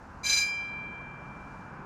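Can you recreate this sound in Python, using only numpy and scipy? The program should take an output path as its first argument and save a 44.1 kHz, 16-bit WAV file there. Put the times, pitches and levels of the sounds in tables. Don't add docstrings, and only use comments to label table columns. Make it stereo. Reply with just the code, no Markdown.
import sys
import numpy as np
from scipy import signal
from scipy.fft import rfft, irfft
from scipy.io import wavfile
from scipy.ndimage import uniform_filter1d

SR = 44100
rng = np.random.default_rng(int(sys.argv[2]) if len(sys.argv) > 2 else 0)


def bounce(signal):
    frames = np.transpose(np.atleast_2d(signal))
    limited = np.clip(frames, -1, 1)
    pcm = np.round(limited * 32767).astype(np.int16)
    wavfile.write(sys.argv[1], SR, pcm)


N = 81585

# (time [s], strength [dB])
CLAPPER_HITS = [(.2325, -9.5), (.243, -4.5), (.251, -2.5), (.265, 1), (.272, -14), (.279, -4.5), (.287, 3),
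                (.297, 3.5), (.305, 2), (.323, -2.5), (.329, 4.5), (.339, -4), (.349, -1.5), (.363, -0.5),
                (.372, 4), (.386, -4.5), (.403, -9.5)]
def clapper(rebounds_per_s=1800, rebound_db=-6, rebound_t60_s=.052):
    times, strength_db = np.transpose(CLAPPER_HITS)
    blows = np.zeros(N)
    blows[(times * SR).astype(int)] = from_db(strength_db)
    rebounds = (rng.random(N) < rebounds_per_s / SR) * rng.standard_normal(N)
    return blows, blows + from_db(rebound_db) * rebounds * stored(blows, rebound_t60_s)


PARTIAL_HZ = [1654, 2345, 2356.5, 2457, 3135, 3153, 3998, 4025, 4046, 4741, 4786, 4944, 5979, 6257, 6425,
              6650, 7076, 7115, 8165, 8328, 8700, 9648, 10100, 11061, 11410, 11965, 12570, 12939, 13250,
              14175, 14825]
# (relative clang [dB], relative ring [dB], ring T60 [s], pan L-R [dB])
PARTIAL_MIX = [(-41, -47, 4.7, 9.5), (-32, -34.5, 0.39, 1), (-41.5, -26.5, 2.42, 3),
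               (-51.5, -40.5, 0.63, -2), (-59.5, -45.5, 0.19, 5), (-56.5, -50.5, 1.99, 17.5),
               (-34, -47, 1, -12.5), (-28, -50, 1.1, -1), (-36.5, -46.5, .7, 15.5), (-43.5, -38, 0.33, 0.5),
               (-53, -53, 0.99, 14.5), (-27.5, -33, 0.58, -5), (-29.5, -49.5, 0.8, 3),
               (-30, -34, 0.45, -0.5), (-46.5, -52, .4, -4.5), (-51, -62, .4, -1), (-31, -49.5, 0.63, 3.5),
               (-45, -46, 0.29, 1), (-52.5, -47, 0.39, 1), (-48, -56, 0.69, -6), (-50, -59, .3, -3),
               (-48.5, -49.5, 0.16, 1), (-52, -75.5, 0.33, -6.5), (-57.5, -52.5, .3, 0),
               (-71, -53.5, 0.28, 6), (-69, -55.5, .27, 3), (-54, -68, .48, -13), (-56, -67.5, .29, -11.5),
               (-70.5, -67, .27, 0), (-66.5, -55, .25, -1), (-73, -75, .37, 4)]
def gong(blows, contacts, main_hz=2356, clang_t60_s=.17, kick_rad=.22, waver_db=.81):
    clangs, rings, t = 0, 0, np.arange(N) / SR
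    swing = build_up(stored(contacts, clang_t60_s)) + 1e-12
    clang_gain = from_db(1.5) * np.sqrt(np.mean(swing ** 2) / 2)
    struck = np.cumsum(blows) > 0
    for hz, (clang_db, ring_db, t60, pan_db) in zip(PARTIAL_HZ, PARTIAL_MIX):
        clangs += pan(pan_db) * from_db(clang_db) * clang_gain * clang(contacts, swing, hz, clang_t60_s)
        decay = from_db(-60 * t / t60)
        rise = min(.52 * (hz / main_hz) ** .2, 1)
        held = np.maximum.accumulate(build_up(struck * swing ** rise) / decay) * decay
        phase = 2 * np.pi * (hz * t + rng.random())
        phase += kick_rad * np.cumsum(blows * rng.standard_normal(N))
        waver = waver_db * hz / main_hz * drift(6)
        tone = widen(np.sin(phase), np.cos(phase) * rng.choice([-1, 1]), hz)
        rings += pan(pan_db) * from_db(ring_db + 1 + waver) * held * tone
    return clangs, rings


def clang(contacts, swing, hz, t60, evenness=.76, window_s=.013):
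    mid, side = [rms_one(ring(contacts * rng.choice([-1, 1], N), hz, t60)) for _ in range(2)]
    power = uniform_filter1d(mid ** 2, int(window_s * SR))
    swell = np.sqrt(np.abs(power) + 1e-12)
    return rms_one(widen(mid, side, hz) * (swing / swell) ** evenness)


# (frequency [Hz], level [dB])
RATTLE_EQ = [(1200, -13.5), (1700, -23.5), (2400, 5), (3200, -13), (4000, -5), (5300, -20), (6500, 3.5),
             (7600, -5), (9200, -29), (13000, -29.5), (15500, -25.5)]
def rattle(contacts, peak_db=-30, t60_s=.07):
    (mid, side), hz = coloured(RATTLE_EQ)
    metal = rms_one(irfft(widen(mid, side, hz), N))
    return from_db(peak_db) * build_up(stored(contacts, t60_s)) * metal


# (frequency [Hz], side gain [ratio])
BELL_SPREAD = [(1600, 0.17), (2400, 0.18), (5000, 0.3), (9000, .16)]
def widen(mid, side, hz):
    return mid + at_hz(BELL_SPREAD, hz) * side * np.array([[1], [-1]])


def yard(strike, send_db=-8.5, t60_s=.41, onset_s=.0059):
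    t = np.arange(N) / SR
    (mid, side), hz = coloured([(500, 7.5), (6000, -5.5), (15000, -5.5)])
    envelope = from_db(-60 * t / t60_s) * (1 - np.exp(-t / onset_s))
    tail = irfft(widen(mid, 2 * side, hz), N) * envelope
    tail /= np.sqrt(np.sum(tail ** 2) / 2)
    return from_db(send_db) * signal.fftconvolve(strike, tail, axes=1)[:, :N]


# (frequency [Hz], level [dB])
TRAFFIC_EQ = [(250, -4.5), (350, -7), (480, -5), (700, -3.5), (950, 1), (1200, -2), (1550, -1.5),
              (1900, -14.5), (2600, -18), (3400, -32)]
# (time [s], level [dB])
TRAFFIC_FADER = [(0, -50), (.25, -47.5), (0.599, -47.5), (1.1, -46.5), (1.5, -46.5), (1.85, -45.5)]
def traffic():
    return noise_bed(TRAFFIC_EQ, TRAFFIC_FADER, flutter_db=.3)


# (frequency [Hz], level [dB])
RUMBLE_EQ = [(18, -11.5), (30, -6.5), (42, 1.5), (62, 1.5), (110, -4)]
# (time [s], level [dB])
RUMBLE_FADER = [(0, -50.5), (.33, -51.5), (.55, -57), (1, -54.5), (1.5, -51.5), (1.85, -58)]
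# (frequency [Hz], level [dB])
DRONE_EQ = [(100, -5), (140, -3), (185, 1.5), (265, -4.5), (380, -13)]
# (time [s], level [dB])
DRONE_FADER = [(0, -53.5), (.4, -54), (.7, -52), (.9, -48), (1.2, -52), (1.5, -49), (1.85, -50)]
def low_end():
    rumble = noise_bed(RUMBLE_EQ, RUMBLE_FADER, flutter_db=.6)
    return rumble + noise_bed(DRONE_EQ, DRONE_FADER, flutter_db=-.03)


# (time [s], level [dB])
HUM_FADER = [(0, -74), (1.3, -52.5), (1.55, -55.5), (1.85, -52)]
def far_motors(hum_hz=139.8, whine_hz=1007.6, whine_db=-61, wander_hz=2.3):
    tones = 0
    for hz, db in [(hum_hz, in_time(HUM_FADER)), (whine_hz, whine_db)]:
        phase = 2 * np.pi * np.cumsum(hz + wander_hz * drift(4.3)) / SR
        gain = np.sqrt(2) * from_db(db + 1.5 * drift(8))
        tones += pan(at_hz(BED_PAN, hz)) * gain * np.sin(phase)
    return tones


# (frequency [Hz], level [dB])
HISS_EQ = [(3000, -1.5), (4000, 2), (5000, 3.5), (6700, 2), (9000, -8.5), (12000, -12.5), (15000, -31.5)]
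# (time [s], level [dB])
HISS_FADER = [(0, -70.5), (.7, -72.5), (1.1, -73.5), (1.321, -71.5), (1.45, -70), (1.598, -70),
              (1.7, -72.5), (1.85, -74)]
def hiss():
    return noise_bed(HISS_EQ, HISS_FADER, flutter_db=-.06)


# (frequency [Hz], left-right correlation [0-1])
BED_CORRELATION = [(30, 0.71), (120, 1), (300, 0.8), (600, 0.53), (850, 0.85), (1150, 0.36), (1500, 0.56),
                   (3000, 0.33), (6000, 0.84), (11000, 0.68)]
# (frequency [Hz], pan L-R [dB])
BED_PAN = [(60, -4.5), (120, -4.5), (240, -3), (480, -2), (950, 1.0), (1890, 2.0), (3770, -1.5), (7520, 1),
           (15000, 0.0)]
def noise_bed(eq, fader, flutter_db):
    (mid, side), hz = coloured(eq)
    alike = at_hz(BED_CORRELATION, hz)
    stereo = np.sqrt(1 + alike) * mid + np.sqrt(1 - alike) * side * [[1], [-1]]
    noise = rms_one(irfft(stereo * pan(at_hz(BED_PAN, hz)), N))
    return noise * from_db(in_time(fader) + flutter_db * drift(3.9))


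def coloured(eq):
    hz = np.maximum(np.arange(N // 2 + 1) * SR / N, 1)
    roll_off = np.minimum(1, np.minimum(hz / eq[0][0], eq[-1][0] / hz)) ** 4
    return rfft(rng.standard_normal((2, N))) * from_db(at_hz(eq, hz)) * roll_off, hz


def ring(clicks, hz, t60):
    r, w = from_db(-60 / (t60 * SR)), 2 * np.pi * hz / SR
    return signal.lfilter([0, np.sin(w)], [1, -2 * r * np.cos(w), r * r], clicks + 1e-18)


def stored(clicks, t60):
    retained = from_db(-60 / (t60 * SR)) ** 2
    energy = signal.lfilter([1], [1, -retained], clicks ** 2 + 1e-24)
    return np.sqrt(energy / energy.max())


def build_up(x, contact_s=.005):
    r = np.exp(-1 / (contact_s * SR))
    return signal.lfilter([1 - r], [1, -r], x)


def drift(rate_hz, hop=40):
    r = np.exp(-2 * np.pi * rate_hz * hop / SR)
    slow = signal.lfilter([1], [1, -2 * r, r * r], rng.standard_normal(N // hop + 2002))[2000:]
    return np.interp(np.arange(N) / hop, np.arange(len(slow)), rms_one(slow))


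def from_db(db):
    return 10 ** (np.asarray(db) / 20)


def rms_one(x):
    return x / np.sqrt(np.mean(x ** 2) + 1e-20)


def in_time(rows):
    return np.interp(np.arange(N) / SR, *np.transpose(rows))


def at_hz(rows, hz):
    freqs, values = np.transpose(rows)
    return np.interp(np.log(hz), np.log(freqs), values)


def pan(db):
    return from_db(np.array([[.5], [-.5]]) * db)


def scene():
    blows, contacts = clapper()
    clangs, rings = gong(blows, contacts)
    strike = clangs + rattle(contacts)
    ambience = low_end() + traffic() + hiss() + far_motors()
    return strike + rings + yard(strike) + ambience


# (frequency [Hz], side level [dB])
SIDE_EQ = [(5500, -3), (8500, -5.5), (12000, -22), (15000, -29)]
def record(dry):
    mid, side = (dry[0] + dry[1]) / 2, (dry[0] - dry[1]) / 2
    hz = np.maximum(np.arange(N // 2 + 1) * SR / N, 1)
    side = irfft(rfft(side) * from_db(at_hz(SIDE_EQ, hz)), N)
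    high_cut = signal.cheby2(16, 70, 15900, fs=SR, output="sos")
    return signal.sosfilt(high_cut, np.array([mid + side, mid - side]))


dry = scene()
out = record(dry)
bounce(out)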